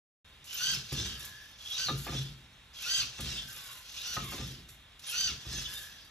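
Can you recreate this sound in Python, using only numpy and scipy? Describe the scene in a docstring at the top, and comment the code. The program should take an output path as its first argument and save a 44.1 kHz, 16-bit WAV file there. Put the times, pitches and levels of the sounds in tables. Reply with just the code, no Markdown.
"""Geared servos whirr up and down, close to the microphone: a small printed-plastic biped walks on a desk.
Five times a leg swings, gear teeth whining, rattling and squealing under load, slack joints ticking.
A hollow foot chatters down, the desk booms and the frame rocks; then the servos creep on to shift
the weight. Behind it are the short reflections and steady air of a small room. The microphone's two
ports hear the robot slightly out of step, while the boom sits in the middle."""
import sys
import numpy as np
from scipy import signal
from scipy.fft import rfft, irfft, next_fast_len
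from scipy.io import wavfile
from scipy.ndimage import uniform_filter1d

SR = 44100
rng = np.random.default_rng(int(sys.argv[2]) if len(sys.argv) > 2 else 0)


def waveform_to_disk(signal):
    """Save audio, clipped to [-1, 1], as 16-bit WAV at the path in sys.argv[1]."""
    frames = np.transpose(np.atleast_2d(signal))
    scaled = np.clip(frames, -1, 1) * 32767
    samples = np.round(scaled).astype(np.int16)
    wavfile.write(sys.argv[1], SR, samples)


N = 269010
TIME = np.arange(N) / SR

# Leg swings. Each row: times of engaging and of top speed, then lengths of run-up and braking, in
# seconds; top tooth rates of hip and knee in Hz; whine, rattle, sizzle and frame lurch in dB.
SWINGS = [(0.443, 0.683, 0.15, 0.087, 1587, 1521, -39.5, -38, -48.5, -44),
          (1.572, 1.827, 0.12, 0.068, 1546, 1467, -44.5, -40, -52.5, -49.5),
          (2.73, 2.954, 0.15, 0.084, 1589, 1568, -39, -36.5, -49, -47.5),
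          (3.802, 4.115, .185, 0.059, 1490, 1420, -48, -41.5, -53.5, -52.5),
          (5.014, 5.219, 0.16, 0.1, 1549, 1514, -39.5, -38.5, -50.5, -45)]
# Weight shifts onto the landed foot. Each row: start and length of the full push in seconds,
# tooth rate in Hz, then whine, rattle and sizzle in dB.
SHIFTS = [(0.988, 0.062, 1732, -46.5, -41.5, -56.5), (2.135, 0.055, 1721, -54, -44.5, -59.5),
          (3.258, 0.1, 1703, -53.5, -42, -58.5), (4.345, .14, 1720, -59.5, -47, -61.5),
          (5.542, 0.064, 1780, -50.5, -42.5, -56.5)]
# Small balancing moves. Each row: start and length in seconds, first and last tooth rate in Hz,
# then whine, rattle and sizzle in dB.
TRIMS = [(0.802, 0.14, 1570, 1520, -63, -56, -78), (1.201, 0.048, 1313, 1077, -64, -49.5, -50),
         (1.238, 0.29, 1698, 1747, -60, -54, -64), (1.974, 0.089, 1510, 1390, -62.5, -49, -50),
         (3.483, 0.33, 1638, 1422, -61.5, -52.5, -52.5), (3.568, 0.21, 1225, 1019, -61.5, -49, -53),
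         (4.245, 0.1, 1225, 1017, -53.5, -54, -50.5), (5.325, 0.085, 1555, 1707, -61, -50, -71),
         (5.702, 0.14, 1554, 1657, -59.5, -47, -49.5), (5.865, 0.22, 1720, 1663, -61, -54.5, -66.5)]
# A slack joint snaps over, then slides. Each row: time in seconds, tick in dB, slide sizzle in dB.
TICKS = [(0.443, -49, -61), (0.53, -38, -52), (.7154, -42, -51), (0.9265, -37, -50), (2.821, -44, -53),
         (3.207, -35, -52), (4.69, -46, -55.5), (4.995, -48, -70), (5.0685, -42, -62), (5.096, -45, -43.5)]
# A sole chatters until the weight comes down. Each row: start and chatter length in seconds, chatter
# in dB, lead of the foot's main mode in dB per octave, pitch factor of the foot, thump and hardness
# in dB, rocking length in seconds, rocking in dB.
FOOTFALLS = [(0.92, 0.0051, -45, 1.5, 1, -44, 14, 0.077, -38),
             (1.884, 0.021, -26.5, 10.5, 1.01, -42.5, 15.5, 0.052, -40),
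             (2.066, 0.024, -34, 3.5, 0.99, -38.5, 8, .04, -45),
             (2.12, 0.029, -41.5, 0, 1.02, -37, 7, .05, -41),
             (3.19, 0.0062, -42.5, 3, 1.01, -49, 13.5, 0.093, -41),
             (4.167, 0.0092, -25, 14, 1.06, -52.5, 18.5, 0.068, -41.5),
             (4.319, 0.024, -40, 3.5, 1.05, -48.5, 14, .04, -46),
             (4.379, 0.015, -48.5, 0, 1, -43, 10.5, .05, -42),
             (4.405, 0.015, -44, 2.5, 1, -53, 5, 0.045, -46.5),
             (5.45, 0.015, -51.5, 1.5, 1, -41.5, -13, 0.046, -45.5),
             (5.532, 0.0073, -59, 6, 1, -43.5, -5, 0.078, -48)]
# Spectrum of the gears under a slow push. Each row: frequency in Hz, relative level in dB.
SHIFT_COLOUR = [(400, -5.5), (1100, -5.5), (1700, 3), (2100, -6.5), (2800, -2.5), (3500, 1), (4400, -3),
                (5300, -1.5), (6200, -7), (7000, -2.5), (8300, -14)]

SLOW_END_LOSS = .3  # share of top speed lost at either end of a swing
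PUSH_RISE_DB_PER_S, PUSH_FALL_DB_PER_S, TRIM_SAG_DB_PER_S = 85, 90, 20.5


def servos():
    """Joints whine at slightly different speeds; partials light up as they cross the case resonances."""
    # Partials in a swing and in a slow move; the quarters come from the uneven pinion.
    # Each row: multiple of the tooth rate, relative level in dB.
    swing_orders = [(1, -10), (1.25, -11), (1.75, -13), (2, 3), (2.25, -10), (2.5, -5), (2.75, -12), (3, 8),
                    (3.25, -5), (3.5, -8), (3.75, -12), (4, 5.5), (4.5, -8), (5, -9)]
    shift_orders = [(1, -16), (1.5, -7), (1.75, -5), (2, 2), (2.25, -3), (2.5, -5), (3, 2.5), (3.25, 2),
                    (3.5, 2), (3.75, -5)]
    # Servo case resonances. Each row: frequency in Hz, width in Hz, gain in dB.
    case_modes = [(1490, 510, -1.5), (2883, 260, -1.5), (3158, 120, 4.5), (3560, 410, -2.5),
                  (4545, 173, 1.5), (5400, 620, -6), (6067, 240, 1), (8040, 610, 2.5)]
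    # The frame hums while a motor creeps on under the weight.
    # Each row: start and length in seconds, first and last pitch in Hz, level in dB.
    hums = [(1.0, .45, 1660, 1690, -55), (3.263, 0.48, 1664, 1475, -61), (5.532, 0.364, 1693, 1684, -54)]
    # A limb sings along with a swinging motor's lowest partial.
    # Each row: peak time in seconds, level in dB, half length in seconds.
    sings = [(.618, -41, 0.011), (.65, -39.5, 0.006), (.7, -44, 0.016), (.735, -43.5, 0.0064),
             (1.82, -48, 0.031), (2.872, -44, 0.012), (2.995, -46.5, 0.024), (4.12, -52, 0.043),
             (5.148, -43.5, 0.012), (5.295, -48.5, 0.008)]
    hip_moves, knee_moves = swing_moves("hip", lead_s=0), swing_moves("knee", lead_s=.015)
    slow_moves = shift_moves() + trim_moves()
    creeps = [[(s, first_hz, db), (s + length, last_hz, db)] for s, length, first_hz, last_hz, db in hums]
    hip = whine(hip_moves, swing_orders, hunt=.007, jitter=.009, rough=.15, scatter_hz=20, fade_s=.012)
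    knee = whine(knee_moves, swing_orders, hunt=.014, jitter=.011, rough=.5, scatter_hz=24, fade_s=.025)
    loaded = dict(jitter=.006, rough=.7, scatter_hz=9)
    lean = whine(slow_moves, shift_orders, speed=.99, hunt=.018, fade_s=.03, **loaded)
    ankle = whine(slow_moves, shift_orders, speed=.935, hunt=.024, fade_s=.04, **loaded)
    lowest = [(1, 0)]  # this partial also leaks straight through the limbs
    leak = whine(trim_moves(), lowest, speed=.98, hunt=.03, jitter=.022, rough=.6,
                 scatter_hz=60, fade_s=.03)
    hum = whine(creeps, lowest, hunt=.014, jitter=.022, rough=.85,
                scatter_hz=75, fade_s=.067, chatter_db=1)
    limb = whine(hip_moves, lowest, speed=.992, hunt=.01, jitter=.012, rough=.2,
                 scatter_hz=80, fade_s=.02, chatter_db=1)
    cases = resonate(hip + from_db(-3) * knee + lean + ankle, case_modes)
    return cases + from_db(1.5) * leak + hum + swells(sings) * evened(limb, window_s=.0094)


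def whine(moves, orders, hunt, jitter, rough, scatter_hz, fade_s, speed=1, chatter_db=2):
    """A gear mesh sings as its speed hunts; uneven bite scatters a share of each partial into a band."""
    out = np.zeros(N)
    for move in moves:
        s, tooth_hz, level_db = np.transpose(move)
        span = slice(int((s[0] - fade_s) * SR), min(int((s[-1] + fade_s) * SR), N))
        t = TIME[span]
        size = len(t)
        path_hz = np.interp(t, s, tooth_hz)
        slowness = ((1 - path_hz / path_hz.max()) / SLOW_END_LOSS) ** 2
        wander = 1 + hunt * drift(18.08, size) + jitter * drift(265, size)
        turns = np.cumsum(path_hz * speed * wander) / SR
        fade = np.clip(np.minimum(t - t[0], t[-1] - t) / fade_s, 0, 1)
        gain = fade * from_db(np.interp(t, s, level_db) + chatter_db * drift(140, size))
        for order, db in orders:
            scatter = drift(scatter_hz * order, size) + 1j * drift(scatter_hz * order, size)
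            bite = np.sqrt(1 - rough) + np.sqrt(rough / 2) * scatter
            mesh = np.real(bite * np.exp(2j * np.pi * (order * turns + rng.random())))
            dulling_db = 12 * max(order - 2, 0) * slowness
            out[span] += gain * from_db(db - dulling_db) * mesh
    return out


def swing_moves(joint, lead_s):
    """A swing eases up to top speed and brakes ever harder; points of seconds, tooth Hz and whine dB."""
    moves = []
    for _, fastest, run_up, braking, hip_hz, knee_hz, db, *_ in SWINGS:
        top_hz = hip_hz if joint == "hip" else knee_hz
        fastest = fastest - lead_s
        t = TIME[int((fastest - run_up) * SR):int((fastest + braking) * SR)]
        early = np.maximum(fastest - t, 0) / run_up
        late = np.maximum(t - fastest, 0) / braking
        speed = 1 - SLOW_END_LOSS * (early ** 1.9 + late ** 4.2)
        level_db = db - 18.5 * early ** 1.94 - 6 * late ** 29  # the whine sinks at both slow ends
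        moves.append(np.column_stack([t, top_hz * speed, level_db]))
    return moves


def shift_moves(lead_s=.07, trail_s=.133, slowing=.1):
    """In a weight shift the motor's speed and level follow its push."""
    moves = []
    for s, length, hz, db, *_ in SHIFTS:
        t = np.array([s - lead_s, s, s + length, s + length + trail_s])
        push_db = held(s, length, PUSH_RISE_DB_PER_S, PUSH_FALL_DB_PER_S, t)
        speed = 1 - slowing * (1 - from_db(push_db))
        moves.append(np.column_stack([t, hz * speed, db + push_db]))
    return moves


def trim_moves(spin_s=.035):
    """In a balancing move the tooth rate glides while the level sags."""
    return [[(s - spin_s, first_hz, db), (s + length + spin_s, last_hz, db - TRIM_SAG_DB_PER_S * length)]
            for s, length, first_hz, last_hz, db, *_ in TRIMS]


def gear_rattle():
    """Loose teeth knock, brighter in a swing; loaded gears ring faintly throughout; brushes sizzle."""
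    # Spectra of the swing's rattle and of the brushes. Each row: frequency in Hz, relative level in dB.
    swing_colour = [(400, -5.5), (1000, -5), (1550, 4.5), (2150, -6), (2800, 10), (3500, 10), (4200, 8.5),
                    (5400, 11), (6200, 9), (7000, -1.5), (8300, -11.5)]
    sizzle_colour = [(4000, -42), (6500, 9.5), (8000, -2), (10000, -23), (12300, 22.5), (14000, -38),
                     (16000, -39)]
    # Ringing gears. Each row: frequency in Hz, width in Hz, relative level in dB.
    gear_modes = [(3280, 57, -2), (3400, 28, -3.5), (3720, 44, -1), (3655, 40, -1.5)]
    fast_gain, slow_gain, sizzle_gain = gear_levels()
    bite = from_db(1.94 * drift(49) - .5)
    knocks = coloured(grains(per_s=2500, spread_db=3.5, smooth=.58), swing_colour)
    fast = from_db(.16) * fast_gain * bite * limb_resonances(knocks, width_hz=12, db=-.5)
    slow = bite * slow_rattle(slow_gain)
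    ringing = from_db(-66) * evened(resonate(rng.standard_normal(N), gear_modes), window_s=.047)
    grit = grains(per_s=1200, spread_db=1.8, smooth=.7)
    flicker = from_db(1.4 * drift(69) + 2.4 * drift(40))
    sizzle = sizzle_gain * flicker * coloured(grit, sizzle_colour)
    return fast + slow + ringing + sizzle


def gear_levels():
    """Gains of the fast rattle, the slow rattle and the sizzle: all moving joints add in power."""
    fast, slow, sizzle = 0, from_db(-63.5) ** 2, from_db(-79.5) ** 2  # servos holding still
    for engage, fastest, *_, rattle_db, sizzle_db, _ in SWINGS:
        fast += swing_effort(engage, fastest, rattle_db, swell_db=18.5, fall_db_per_s=121) ** 2
        sizzle += swing_effort(engage, fastest, sizzle_db, swell_db=16, fall_db_per_s=236) ** 2
    pushes = [held(s, length, PUSH_RISE_DB_PER_S, PUSH_FALL_DB_PER_S) for s, length, *_ in SHIFTS]
    trims = [held(s, length, rise_db_per_s=454, fall_db_per_s=233) + held(s, 0, 0, TRIM_SAG_DB_PER_S)
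             for s, length, *_ in TRIMS]
    for effort_db, (*_, rattle_db, sizzle_db) in zip(pushes + trims, [*SHIFTS, *TRIMS]):
        slow += from_db(rattle_db + effort_db) ** 2
        sizzle += from_db(sizzle_db + effort_db) ** 2
    for s, _, slide_db in TICKS:
        sizzle += from_db(slide_db + held(s, 0, rise_db_per_s=2500, fall_db_per_s=195)) ** 2
    return np.sqrt(fast), np.sqrt(slow), np.sqrt(sizzle)


def swing_effort(engage, fastest, top_db, swell_db, fall_db_per_s, engage_s=.01, coast_s=.05):
    """Gain that jumps up as the motor engages, swells to top speed, coasts and dies away."""
    engaged = np.clip((TIME - engage) / engage_s, 0, 1)
    ahead = np.clip((fastest - TIME) / (fastest - engage), 0, 1)
    return engaged * from_db(top_db + held(fastest, coast_s, 0, fall_db_per_s) - swell_db * ahead ** 2)


def slow_rattle(gain, treble_hz=4400, full_push_db=-50):
    """Under a slow push the teeth knock and chirp in equal shares; the treble grows with the effort."""
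    knocks = coloured(grains(per_s=700, spread_db=2, smooth=.45), SHIFT_COLOUR)
    rattle = np.sqrt(.5) * (limb_resonances(knocks, width_hz=40, db=5) + tooth_chirps())
    low = filtered(filtered(rattle, treble_hz, "low"), treble_hz, "low")
    high = filtered(filtered(rattle, treble_hz, "high"), treble_hz, "high")
    return gain * (low + high * (gain / from_db(full_push_db)) ** .44)


def tooth_chirps(per_s=300, half_s=.011, low_hz=2600, high_hz=6600, glide_hz_per_s=3500):
    """Loaded teeth give a steady crowd of brief wavering tones; unit power."""
    s = np.arange(.1, TIME[-1] - .05, 1 / per_s)
    offset, pitch, slope = rng.uniform(-1, 1, (len(s), 3)).T
    hz = np.interp(pitch, [-1, 1], [low_hz, high_hz])
    chirps = np.column_stack([s + offset / per_s, at_hz(SHIFT_COLOUR, hz), np.full(len(s), half_s),
                              hz, glide_hz_per_s * slope])
    return evened(stick_slip(chirps, waver=.004, rough_db=2), window_s=.06)


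def limb_resonances(x, width_hz, db):
    """The printed limbs add many narrow, irregularly spaced resonances; unit power."""
    pitches = np.geomspace(2300, 7200, 40) * rng.uniform(.985, 1.015, 40)
    return rms_one(x + resonate(x, [(hz, width_hz, db) for hz in pitches]))


def friction():
    """Gear trains squeal under load, and dry joints squeak as they break loose."""
    # Each row: peak time in seconds, level in dB, half length in seconds, pitch in Hz, glide in Hz/s.
    gear_squeals = [(.505, -47.5, 0.021, 3000, 2000), (.555, -41.5, 0.0075, 3020, 0),
                    (.58, -42, 0.0084, 6300, 0), (.615, -47, .022, 3550, 0), (.672, -38, 0.0063, 2970, 0),
                    (.675, -45, .009, 3990, 0), (.749, -35, 0.006, 5250, -4000),
                    (.749, -47, .006, 2620, -20000), (1.615, -47, 0.0077, 3400, 0),
                    (1.668, -39.5, 0.0099, 3360, 2994), (1.72, -35, 0.013, 3350, 0),
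                    (1.752, -38, 0.02, 3800, 0), (1.875, -35.5, 0.012, 4210, -8000),
                    (1.893, -35.5, .008, 3700, 6), (2.185, -41.5, 0.021, 3444, -2),
                    (2.77, -47, 0.012, 3300, -4), (2.812, -46, 0.013, 3150, 0),
                    (2.85, -40.5, 0.0072, 2650, 0), (2.85, -47, .008, 5500, 0), (3.395, -38, .014, 3550, 0),
                    (3.39, -42.5, .014, 3150, 0), (3.01, -36, .011, 4350, -14000),
                    (3.025, -37.5, 0.0063, 2620, -14000), (3.27, -56, .014, 5850, 3000),
                    (3.322, -44, .006, 3880, 0), (3.705, -58, 0.016, 1130, 1498),
                    (3.985, -44, .01, 3480, 1000), (4.02, -44, 0.0075, 3890, 2000),
                    (4.075, -47, 0.023, 5740, 8005), (4.135, -43, 0.015, 5890, -6000),
                    (5.095, -40.5, 0.013, 3200, -2), (5.14, -39.5, 0.011, 2570, 4000),
                    (5.575, -52, 0.017, 5230, 3000), (5.585, -43, .018, 6220, 1500),
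                    (5.66, -43, .01, 3470, 0), (5.66, -42, .01, 3040, 0), (5.77, -46, 0.017, 3620, 0)]
    joint_squeaks = [(.533, -54, 0.0039, 10000, 0), (.547, -40, 0.0048, 12100, 5000),
                     (5.078, -44, .008, 10100, -8000), (5.102, -45.5, 0.0072, 10100, 0)]
    squealing = stick_slip(gear_squeals, waver=.022, rough_db=3)
    return squealing + stick_slip(joint_squeaks, waver=.015, rough_db=3)


def stick_slip(rows, waver, rough_db):
    """Rubbing surfaces give short tones that swell, glide and waver."""
    out = np.zeros(N)
    for s, db, half, hz, glide in rows:
        span = slice(int((s - 4 * half) * SR), int((s + 4 * half) * SR))
        t = TIME[span] - s
        turns = np.cumsum(hz * (1 + waver * drift(300, len(t))) + glide * t) / SR
        grip = rms_one(from_db(rough_db * drift(160, len(t))))
        swell = from_db(db) * np.exp(-(t / half) ** 2 / 2)
        out[span] += swell * grip * np.sqrt(2) * np.sin(2 * np.pi * turns)
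    return out


def backlash(decay_s=.01, rise_s=.0012):
    """Slack joints slip over with a short bright tick."""
    # Spectrum of a tick. Each row: frequency in Hz, relative level in dB.
    tick_colour = [(1500, 10), (3500, 20), (6500, 16), (10000, 13.5), (12500, 7), (15500, -13)]
    envelope = np.zeros(N)
    for s, db, _ in TICKS:
        at = round((s - rise_s) * SR)
        age = TIME[:N - at]
        envelope[at:] += from_db(db) * np.exp(-np.minimum(age / decay_s, 50)) * np.minimum(age / rise_s, 1)
    return envelope * coloured(rng.standard_normal((2, N)), tick_colour)


def soles(touch_s=.0027, main_hz=1270, fade_db_per_s=250):
    """A landing sole chatters in a quick run of weakening touches that ring the hollow foot."""
    # Modes of the plastic foot. Each row: frequency in Hz, level in dB, seconds to fall by 60 dB.
    foot_modes = [(340, -2, 0.18), (532, -4.5, 0.1), (704, -6.5, 0.062), (816, -2.5, 0.035),
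                  (990, -13, 0.031), (1209, -3.5, 0.059), (1374, -12, 0.087), (1710, -3, 0.015),
                  (2410, 5.5, 0.0039), (3630, -6, 0.045)]
    out = np.zeros(N)
    for s, length, level_db, focus_db, pitch, *_ in FOOTFALLS:
        at = int(s * SR)
        delays = np.append(0, np.cumsum(rng.uniform(.5, 1.8, 20))) * touch_s
        strengths = (delays <= length) * from_db(-fade_db_per_s * delays)
        for hz, db, t60 in foot_modes:
            force = np.zeros(SR // 4)
            force[(delays * SR).astype(int)] = rng.normal(1, .94, 21) * strengths
            # the sole gives, so each mode takes a moment to build
            tone = resonate(ring(force, pitch * hz, t60), [(pitch * hz, .74 * hz, 0)])
            peak = from_db(level_db + db - focus_db * abs(np.log2(hz / main_hz)))
            out[at:at + len(tone)] += peak * tone / np.max(np.abs(tone))
    return out


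def desk(hard_hz=147):
    """Footfalls and the rocking frame drive the same low modes; harder landings reach the higher ones."""
    # Modes of desk and frame. Each row: frequency in Hz, level in dB, seconds to fall by 60 dB.
    desk_modes = [(55.6, -6.5, 0.8), (71.3, -5.5, 0.4), (119, -3.5, 0.23), (135.2, -2.5, 0.3),
                  (182.2, -7.5, 0.18), (231.9, -9.5, 0.18), (276.3, -13, 0.14), (345.2, -10, 0.072),
                  (426.5, -14.5, 0.091)]
    s, chatter, _, _, _, thump_db, hardness_db, _, _ = np.transpose(FOOTFALLS)
    landings = ((s + chatter) * SR).astype(int)
    thumps, rumble = np.zeros(N), np.zeros(N)
    for hz, db, t60 in desk_modes:
        blows = np.zeros(N)
        lift_db = np.clip(np.log2(hz / hard_hz), 0, 1) * hardness_db
        blows[landings] = from_db(thump_db + db + lift_db) * rng.choice([-1, 1], len(s))
        thumps += ring(blows, hz, t60)
        rumble += from_db(db) * ring(rng.standard_normal(N), hz, t60)
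    boom = thumps + rocking() * evened(rumble, window_s=.072) + shudder()
    return filtered(boom, 56, "high")


def rocking(lurch_s=.0048, idle_db=-74.5):
    """Gain of the frame's rocking: it lurches when a leg brakes and rocks on after every footfall."""
    lurches = [db + held(fastest + braking - lurch_s / 2, lurch_s, rise_db_per_s=108, fall_db_per_s=147)
               for _, fastest, _, braking, *_, db in SWINGS]
    landings = [db + held(s + chatter, length, rise_db_per_s=1500, fall_db_per_s=74.5)
                for s, chatter, *_, length, db in FOOTFALLS]
    return np.sqrt(sum(from_db(db) ** 2 for db in [idle_db, *lurches, *landings]))


def shudder(hz=137.7):
    """A loaded leg shudders on its sole with a low, wavering tone."""
    # Each row: peak time in seconds, level in dB.
    shudders = [(1.936, -33.5), (1.995, -45), (2.16, -28), (2.23, -43)]
    gain = sum(from_db(db + held(s, 0, rise_db_per_s=319, fall_db_per_s=186)) for s, db in shudders)
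    turns = np.cumsum(hz * (1 + .036 * drift(11.8))) / SR
    return gain * np.sin(2 * np.pi * turns)


def room(x, t60_s=.27):
    """Nearby walls and screens reflect the sound, ten feedback delays a side; the bass stays direct."""
    out = np.zeros((2, N))
    x = filtered(x, 280, "high")
    for k, lag in enumerate((rng.uniform(.004, .035, 20) * SR).astype(int)):
        loop, gain = x.copy(), from_db(-60 * lag / SR / t60_s)
        for i in range(lag, N, lag):
            loop[i:i + lag] += gain * loop[i - lag:i][:N - i]
        out[k % 2] += (loop - x) * (-1) ** (k // 2)
    return out / np.sqrt(10)


def room_air():
    """Steady room tone: a low rumble under a faint hiss."""
    # Each row: frequency in Hz, relative level in dB.
    air_colour = [(25, -6), (60, 5), (130, -3.5), (250, -11.5), (500, -17), (1000, -14), (1600, -12.5),
                  (2200, -11.5), (3400, -11.5), (4500, -27), (8000, -25), (13000, -36), (15000, -56)]
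    return from_db(-59.5) * coloured(rng.standard_normal((2, N)), air_colour)


def microphone(x):
    """The two microphone ports hear the same sound out of step."""
    # Each row: frequency in Hz, lead of the left port in radians.
    port_phase = [(200, 0), (700, .3), (1400, 0), (2300, .3), (3150, 2.0), (3900, .7), (4400, 1.2),
                  (4750, 2.9), (5100, 5.7), (6000, 6.8), (7000, 7.5), (9100, 8), (10000, 7.3), (13000, 7.3)]
    size = next_fast_len(N + SR // 10)
    hz = np.maximum(np.arange(size // 2 + 1) * SR / size, 1)
    phase = at_hz(port_phase, hz) * np.array([[.5], [-.5]])
    return irfft(rfft(x, size) * np.exp(1j * phase), size)[:, :N]


def grains(per_s, spread_db, smooth):
    """Two unrelated streams of tiny impacts of uneven size over smooth friction noise."""
    born = rng.random((2, N)) < per_s / SR
    noise = rng.standard_normal((2, N))
    sizes = from_db(spread_db * np.minimum(rng.exponential(1, N), 4))
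    return rms_one(born * sizes * np.sign(noise)) + smooth * noise


def coloured(streams, colour):
    """Third-octave bands, taken from the two streams in turn; unit power."""
    out, edges = np.zeros(N), 25 * 2 ** (np.arange(29) / 3)
    for k, (low, high) in enumerate(zip(edges, edges[1:])):
        if high > colour[0][0] and low < colour[-1][0]:
            band = filtered(streams[k % 2], [low, high], "band")
            out += band * from_db(at_hz(colour, np.sqrt(low * high)))
    return rms_one(out)


def ring(force, hz, t60):
    """One mode: a unit click starts a sine of height 1."""
    r, w = from_db(-60 / (t60 * SR)), 2 * np.pi * hz / SR
    return signal.lfilter([0, np.sin(w)], [1, -2 * r * np.cos(w), r * r], force + 1e-18)


def resonate(x, resonances):
    """Parallel resonances with alternating signs."""
    out = 0
    for k, (hz, width, db) in enumerate(resonances):
        r = np.exp(-np.pi * width / SR)
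        band = signal.lfilter([1, 0, -1], [1, -2 * r * np.cos(2 * np.pi * hz / SR), r * r], x + 1e-18)
        out += (-1) ** k * from_db(db) * (1 - r * r) / 2 * band
    return out


def filtered(x, hz, kind):
    """A gentle low-, high- or band-pass."""
    return signal.sosfilt(signal.butter(2, hz, kind, fs=SR, output="sos"), x)


def drift(rate_hz, size=N):
    """A smooth random wander with spread 1."""
    r = np.exp(-40 * np.pi * rate_hz / SR)
    slow = signal.lfilter([1], [1, -2 * r, r * r], rng.standard_normal(size // 20 + 1002))[1000:]
    return np.interp(np.arange(size) / 20, np.arange(len(slow)), rms_one(slow))


def held(start, length, rise_db_per_s, fall_db_per_s, t=TIME):
    """Attack, hold and release, in dB relative to the top."""
    before, after = np.maximum(start - t, 0), np.maximum(t - start - length, 0)
    return -np.minimum(rise_db_per_s * before + fall_db_per_s * after, 200)


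def swells(rows):
    """A bell-shaped rise and fall for each row."""
    return sum(from_db(db) * np.exp(-np.minimum(((TIME - s) / half) ** 2, 50) / 2) for s, db, half in rows)


def at_hz(points, hz):
    """Read a curve on a log-frequency axis."""
    f, value = np.transpose(points)
    return np.interp(np.log(hz), np.log(f), value)


def evened(x, window_s):
    """Unit power over every short stretch."""
    return x / np.sqrt(np.abs(uniform_filter1d(x * x, int(window_s * SR))) + 1e-12)


def rms_one(x):
    """Scale to unit power."""
    return x / np.sqrt(np.mean(x ** 2) + 1e-20)


def from_db(db):
    """Decibels to gain."""
    return 10 ** (np.asarray(db) / 20)


def scene():
    """The robot close up, the desk's boom in the middle, the small room around them."""
    robot = friction() + servos() + gear_rattle() + backlash() + soles()
    near = robot + room_air()
    boom = desk()
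    reflections = from_db(-5.5) * room(near + from_db(-7) * boom)
    balance = from_db([[-1.1], [-.2]])
    return (microphone(near) + reflections) * balance + boom


def record(dry):
    """The sound opens after a moment of silence; the top is cut."""
    start_s, fade_s, cutoff_hz = .2448, .0025, 15600
    opened = np.clip((TIME - start_s) / fade_s, 0, 1)
    return signal.sosfilt(signal.ellip(10, .2, 80, cutoff_hz, fs=SR, output="sos"), dry * opened)


dry = scene()
out = record(dry)
waveform_to_disk(out)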